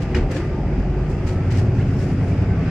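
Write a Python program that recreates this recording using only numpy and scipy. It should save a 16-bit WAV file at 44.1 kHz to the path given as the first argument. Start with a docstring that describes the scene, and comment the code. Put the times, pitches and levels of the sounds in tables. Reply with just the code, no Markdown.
"""Inside a city bus pulling away. The diesel idles over road roar, air hiss and a fan hum; early bumps ring as
decaying sines, panels rattle in shaped noise bursts and trim squeaks in short glides. From about 1.1 s the engine
takes load and climbs: its boom is sines at multiples of the cycle rate, its gear whine sines at a geared multiple.
More thuds, rattles and squeaks follow; a faint noise buzz of loose trim comes and goes, and near the end
the fan fades and the buzz drops."""
import sys
import numpy as np
from scipy import signal
from scipy.fft import rfft, irfft, next_fast_len
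from scipy.io import wavfile
from scipy.ndimage import uniform_filter1d, map_coordinates

SR = 44100
rng = np.random.default_rng(int(sys.argv[2]) if len(sys.argv) > 2 else 0)


def generate_wav(sig):
    """Save sig (samples, or channels by samples) to the path in sys.argv[1] as 16-bit PCM at SR."""
    pcm = np.round(np.clip(np.atleast_2d(sig).T, -1, 1) * 32767).astype(np.int16)
    wavfile.write(sys.argv[1], SR, pcm)


N = 119070  # 2.7 s

# Road roar and air hiss before gain: freq_hz, density_db_per_hz
ROAR_SPECTRUM = [(15, -57.5), (30, -48.5), (60, -52.5), (100, -51.5), (150, -53), (220, -54.5), (300, -55),
                 (400, -60), (520, -63.5), (650, -65), (850, -68), (1000, -77), (1300, -81.5), (2000, -100),
                 (4000, -140)]
HISS_SPECTRUM = [(400, -100), (900, -83.5), (1300, -76), (2000, -77.5), (2600, -80), (3100, -88),
                 (3700, -93.5), (4300, -95), (4900, -88.5), (5600, -96), (6600, -99), (8000, -104),
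                 (9200, -112), (11000, -119), (13000, -126), (15500, -140)]
# Road and air course: time_s, roar_gain_db, hiss_gain_db
ROAD_GAINS = [(0, 0, 4), (.25, 3, 1), (.45, 0, 2.5), (.7, 1.5, 0.5), (1, 1, 1), (1.4, 1.5, 2), (1.7, 1, 3),
              (1.9, 0.5, 3.5), (2.1, 1, 3), (2.3, 2, 3), (2.5, 2, 3.5), (2.7, 1, 5)]
# Fan hum course: time_s, level_db (rms)
FAN_LEVEL = [(0, -35.5), (1.1, -36.5), (1.6, -35), (2.05, -39), (2.3, -55)]
FAN_HZ = 366
# Loose trim buzz before gain: freq_hz, density_db_per_hz
BUZZ_SPECTRUM = [(3000, -120), (5000, -96), (7500, -102), (9300, -113), (11000, -110), (13000, -120),
                 (15500, -128)]
# Buzz course: time_s, gain_db
BUZZ_GAIN = [(0, -3), (.25, -6.5), (.45, 2.5), (.7, -18), (1.1, 0.5), (1.2, 0), (1.35, 0.5), (1.45, -1.5),
             (1.7, 0), (1.9, 3), (2.05, 6.5), (2.17, -0.5), (2.3, 5.5), (2.5, -17), (2.7, -17.5)]
# Creaks, squeaks and ticks of the trim: middle_s, length_s, start_hz, end_hz, peak_db (before flutter and pan)
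TRIM_SQUEAKS = [(0.148, 0.0087, 2400, 2440, -29), (.153, 0.0077, 5000, 5000, -32),
                (.154, 0.017, 2880, 2900, -29), (0.27, 0.069, 794, 734, -33), (.31, 0.056, 484, 545, -28.5),
                (0.359, 0.045, 516, 540, -24), (0.434, 0.1, 383, 440, -32.5), (0.367, 0.049, 273, 327, -25),
                (0.564, 0.18, 907, 900, -43.5), (1.797, 0.018, 1650, 1710, -39),
                (1.804, 0.023, 2090, 2150, -38), (1.816, 0.019, 2400, 3330, -40.5),
                (0.366, 0.02, 1720, 1690, -33), (2.321, 0.026, 2200, 2470, -38.5)]
# Panel rattles: peak_s, gain_db, brightness_db_per_octave, rise_s, t60_s, left_over_right_db
PANEL_RATTLES = [(.03, 0, 1, 0.025, 0.15, 0), (.148, 15.5, -4, 0.002, 0.1, 2.5),
                 (.166, 10, -4, 0.008, 0.26, -2.5), (0.316, -1, 7, .006, 0.15, -1),
                 (.325, 4, -6, .025, .2, 0), (.353, 4.5, 1, 0.012, 0.2, 3), (.368, 7, -1, 0.006, 0.2, 4.5),
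                 (.402, 3, -8, 0.006, 0.3, -1.5), (1.108, -6.5, 4.5, 0.013, .15, 2),
                 (1.282, 5, 2, 0.015, 0.22, 0.5), (1.333, -6, 3, .01, 0.22, -6),
                 (1.515, 5, 1.5, 0.0089, 0.3, 0), (1.548, 2, -1.5, 0.0071, .12, 3),
                 (1.59, 6, 2, 0.03, 0.17, 0), (1.8, -3, -2, .01, 0.22, 0), (2.009, -2, 3, 0.027, 0.62, 1),
                 (2.3, -6.5, 1.5, 0.04, 0.45, 0.5), (2.42, -7.5, 8.5, .001, .02, 6.5)]
# Panel noise at gain 0 and brightness 0: freq_hz, density_db_per_hz
PANEL_SPECTRUM = [(100, -150), (300, -96), (700, -76.5), (1200, -82), (2000, -76), (2800, -80),
                  (3600, -85.5), (4900, -83.5), (6000, -87), (8000, -92), (9500, -103), (11000, -105),
                  (13000, -112), (15500, -126)]
PIVOT_HZ = 3000  # brightness tilts about this
CHATTER_PER_S, CHATTER_DB = 260, 2  # a rattle is many small contacts
# Floor and panel thuds: start_s, pitch_hz, level_db (before rise and decay), rise_s, t60_s
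FLOOR_THUDS = [(.19, 37, -1, .035, .24), (.15, 365, -10, .014, .12), (.15, 232, -12, .014, .13),
               (.135, 72, -6, .02, .25), (.155, 480, -16, .012, .12), (.375, 335, -13, .014, .15),
               (1.28, 95, -10, .015, .15), (.77, 250, -18, .012, .15), (1.29, 520, -22, .01, .1)]
# Engine course: time_s, cycles_per_s (one cycle is two crank turns), load_0_to_1
ENGINE_COURSE = [(0, 8.25, 0), (.6, 8.28, 0), (.9, 8.15, 0), (1.05, 8.3, 0), (1.2, 8.63, .35),
                 (1.35, 9, .65), (1.5, 9.35, 1), (1.65, 9.73, 1), (1.8, 9.95, 1), (1.95, 10.15, 1),
                 (2.1, 10.23, 1), (2.25, 10.38, 1), (2.4, 10.56, 1), (2.55, 10.68, 1), (2.7, 10.75, 1)]
# Engine orders before cabin gain: multiple_of_cycle_rate, idle_db, loaded_db (rms)
ENGINE_ORDERS = [(4, -46, -41), (5, -51, -30), (6, -18, -23), (7, -44, -39), (8, -38, -46), (9, -38, -34),
                 (10, -41, -31), (11, -50, -42), (12, -40, -29), (13, -48, -35), (14, -42, -29),
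                 (15, -43, -27), (16, -28, -34), (17, -37, -29), (18, -29, -35), (19, -44, -39),
                 (20, -42, -36), (21, -37, -34), (23, -37, -41), (24, -42, -34), (27, -44, -33),
                 (28, -41, -40), (32, -45, -43), (36, -38, -37), (38, -48, -37), (39, -46, -36),
                 (42, -48, -38), (50, -41, -40), (60, -41, -44)]
# Cabin boom: freq_hz, gain_db
CABIN_GAIN = [(20, -3), (30, -2), (40, 9), (50, -10), (60, -12), (70, 2), (80, 6), (90, 9), (96, 10),
              (104, 1), (114, 7), (124, 2), (130, -5), (140, -1), (150, -3), (160, -3), (180, -2),
              (190, -3), (200, -1), (230, -9), (260, -3), (290, -5), (320, -9), (350, -10), (380, -6),
              (440, -11)]
ORDER_WANDER_DB, ORDER_DRIFT_RAD = 2, 0.7
# Gear whine: time_s, third_mesh_multiple_db, fourth_mesh_multiple_db (rms)
WHINE_LEVELS = [(0, -69, -57.5), (.55, -55, -52), (.92, -65.5, -66), (1.15, -68, -46), (1.23, -66, -61),
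                (1.3, -60.5, -47.5), (1.5, -74, -52.5), (1.62, -64, -66), (2.1, -62, -55), (2.35, -67, -62),
                (2.6, -51, -50.5)]
MESH_MULTIPLE = 36.2  # of the cycle rate
MESH_WAVER, WHINE_PATCHY_DB = .009, 3.5  # share of pitch, dB
# Left-right likeness of the noises: freq_hz, correlation
STEREO_LIKENESS = [(100, 0.97), (250, 0.98), (500, 0.95), (1000, 0.88), (2000, 0.55), (4000, .05),
                   (8000, 0.079), (12000, 0.61)]
# Channel balance: freq_hz, left_over_right_db
CHANNEL_BALANCE = [(60, 0), (250, .2), (500, .4), (2000, .9), (4000, -.8), (8000, .5)]
BASS_HZ, TOP_HZ = 25, 15700  # band edges


def amp(db):
    """Amplitude factor of a level in dB."""
    return 10 ** (np.asarray(db) / 20)


def along(points, hz):
    """Interpolate (freq_hz, value) points on a log frequency axis."""
    point_hz, value = np.transpose(points)
    return np.interp(np.log(hz + 1), np.log(point_hz + 1), value)


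def curves(rows):
    """One value per sample for each column after the time."""
    time_s, *columns = np.transpose(rows)
    return [np.interp(np.arange(N) / SR, time_s, column) for column in columns]


def wobble(knots_per_s, count=N):
    """Smooth random curve: a spline through unit-variance knots."""
    knots = rng.standard_normal(int(count / SR * 1000) + 4)
    return map_coordinates(knots, [np.arange(count) * min(knots_per_s, 999) / SR])


def filtered(x, response):
    """Multiply the spectrum of x by a response of frequency."""
    size = next_fast_len(x.shape[-1] + 8192)
    spectrum = rfft(x, size) * response(np.fft.rfftfreq(size, 1 / SR))
    return irfft(spectrum, size)[..., :x.shape[-1]]


def coloured(pair, density, tilt_db=0):
    """Shape two unrelated white noises to a density in dB per Hz and mix them to the left-right likeness."""
    def gain(hz):
        octaves = np.log2(np.maximum(hz, PIVOT_HZ / 2) / PIVOT_HZ)  # tilt is flat below half the pivot
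        return amp(along(density, hz) + tilt_db * octaves) * np.sqrt(SR / 2)

    def mid_side(hz):
        angle = np.arccos(np.clip(along(STEREO_LIKENESS, hz), -1, 1)) / 2
        return gain(hz) * [np.cos(angle), np.sin(angle)]

    mid, side = filtered(pair, mid_side)
    return np.array([mid + side, mid - side])


def patchy(patchy_db):
    """Two white noises with shared time-frequency patches of random gain."""
    bins = signal.stft(rng.standard_normal((2, N)), nperseg=1024)[2]
    field = rng.standard_normal(bins.shape[1:])
    field = uniform_filter1d(field, size=8, axis=0)
    field = uniform_filter1d(field, size=5, axis=1)
    return signal.istft(bins * amp(patchy_db * field / field.std()), nperseg=1024)[1][:, :N]


def road():
    """Broadband road and air noise: a low roar and a higher hiss that flutters."""
    roar_db, hiss_db = curves(ROAD_GAINS)
    roar_db = roar_db + 0.49 * wobble(3.4)
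    hiss_db = hiss_db + 0.77 * wobble(14) + 0.66 * wobble(200)
    roar = amp(roar_db) * coloured(patchy(patchy_db=1.5), ROAR_SPECTRUM)
    hiss = amp(hiss_db) * coloured(patchy(patchy_db=0.96), HISS_SPECTRUM)
    return roar + hiss


def fan():
    """A steady sine hum, wavering slightly in level and phase."""
    level_db = curves(FAN_LEVEL)[0] + 1.5 * wobble(14)
    phase = 2 * np.pi * FAN_HZ * np.arange(N) / SR + 0.3 * wobble(14)
    return np.sqrt(2) * amp(level_db) * np.sin(phase)


def buzz():
    """Loose trim buzzes as faint treble noise with slow and fast flutter."""
    gain_db = curves(BUZZ_GAIN)[0] + 1.4 * wobble(21) + 1.1 * wobble(300)
    return amp(gain_db) * coloured(patchy(patchy_db=2.5), BUZZ_SPECTRUM)


def squeaks():
    """Trim tones gliding linearly in pitch under a soft swell, with a rough edge, slightly left."""
    t, tones = np.arange(N) / SR, 0
    for middle_s, length_s, start_hz, end_hz, peak_db in TRIM_SQUEAKS:
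        u = np.clip((t - middle_s) / length_s, -.5, .5)
        cycles = length_s * ((start_hz + end_hz) / 2 * u + (end_hz - start_hz) / 2 * u ** 2)
        tones = tones + amp(peak_db) * np.cos(np.pi * u) ** 2 * np.sin(2 * np.pi * cycles)
    return tones * amp(0.46 * wobble(150)) * amp([[.3], [-.3]])


def rattles():
    """Loose panels: noise bursts that swell fast, chatter and die away exponentially."""
    lead, span = SR // 10, SR // 2  # samples before the peak, in all
    out = np.zeros((2, N + span))
    t = (np.arange(span) - lead) / SR
    fade_out = np.cos(np.pi * t / t[-1] / 2)
    for peak_s, gain_db, bright_db, rise_s, t60_s, pan_db in PANEL_RATTLES:
        swell = np.exp(-(t / min(rise_s, lead / SR / 3)) ** 2)
        decay = amp(-60 * np.abs(t) / t60_s) * fade_out
        shape = np.where(t < 0, swell, decay)
        chatter = amp(CHATTER_DB * wobble(CHATTER_PER_S, count=span))
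        pair = rng.standard_normal((2, span)) * shape * chatter
        channel_db = gain_db + np.array([[pan_db], [-pan_db]]) / 2
        burst = amp(channel_db) * coloured(pair, PANEL_SPECTRUM, bright_db)
        at = round(peak_s * SR)
        out[:, at:at + span] += burst[:, :N + span - at]
    return out[:, lead:lead + N]


def thuds():
    """Bumped floor and panel modes: soft-onset sines with exponential decay."""
    t, out = np.arange(N) / SR, 0
    for start_s, pitch_hz, level_db, rise_s, t60_s in FLOOR_THUDS:
        u = np.maximum(t - start_s, 0)
        onset = 1 - np.exp(-(u / rise_s) ** 2)
        out = out + amp(level_db - 60 * u / t60_s) * onset * np.sin(2 * np.pi * pitch_hz * u)
    return out


def gear_whine(cycles_per_s):
    """Gear teeth sound at the 3rd and 4th multiples of a mesh rate tied to engine speed."""
    mesh_hz = MESH_MULTIPLE * cycles_per_s * (1 + MESH_WAVER * wobble(12))
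    phase = 2 * np.pi * np.cumsum(mesh_hz) / SR
    whine = 0
    for k, level_db in zip((3, 4), curves(WHINE_LEVELS)):
        whine = whine + amp(level_db + WHINE_PATCHY_DB * wobble(21.99)) * np.sin(k * phase)
    return np.sqrt(2) * whine


def engine_boom(cycles_per_s, load):
    """Firing orders: multiples of the cycle rate, weighted by load and cabin resonance."""
    phase = 2 * np.pi * np.cumsum(cycles_per_s) / SR
    boom = 0
    for k, idle_db, loaded_db in ENGINE_ORDERS:
        level_db = idle_db + load * (loaded_db - idle_db)
        level_db = level_db + along(CABIN_GAIN, k * cycles_per_s) + ORDER_WANDER_DB * wobble(4.12)
        offset = rng.uniform(0, 2 * np.pi) + ORDER_DRIFT_RAD * wobble(2.515)
        boom = boom + amp(level_db) * np.cos(k * phase + offset)
    return np.sqrt(2) * boom


def engine():
    """One speed curve drives both boom and gear whine; load sets the boom's balance."""
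    cycles_per_s, load = curves(ENGINE_COURSE)
    return gear_whine(cycles_per_s) + engine_boom(cycles_per_s, load)


def scene():
    """Sum of all layers, background first."""
    return road() + fan() + buzz() + squeaks() + rattles() + thuds() + engine()


def record(dry):
    """Balance the channels by frequency, roll off deep bass and cut above TOP_HZ."""
    def response(hz):
        balance = amp(along(CHANNEL_BALANCE, hz) * [[.5], [-.5]])
        bass = 1 / np.sqrt(1 + (BASS_HZ / (hz + 1)) ** 4)
        return balance * bass * (hz < TOP_HZ)

    margin = SR // 10  # keeps filter edges out of the result
    wide = np.pad(dry, ((0, 0), (margin, margin)), "reflect", reflect_type="odd")
    return filtered(wide, response)[:, margin:-margin]


dry = scene()
out = record(dry)
generate_wav(out)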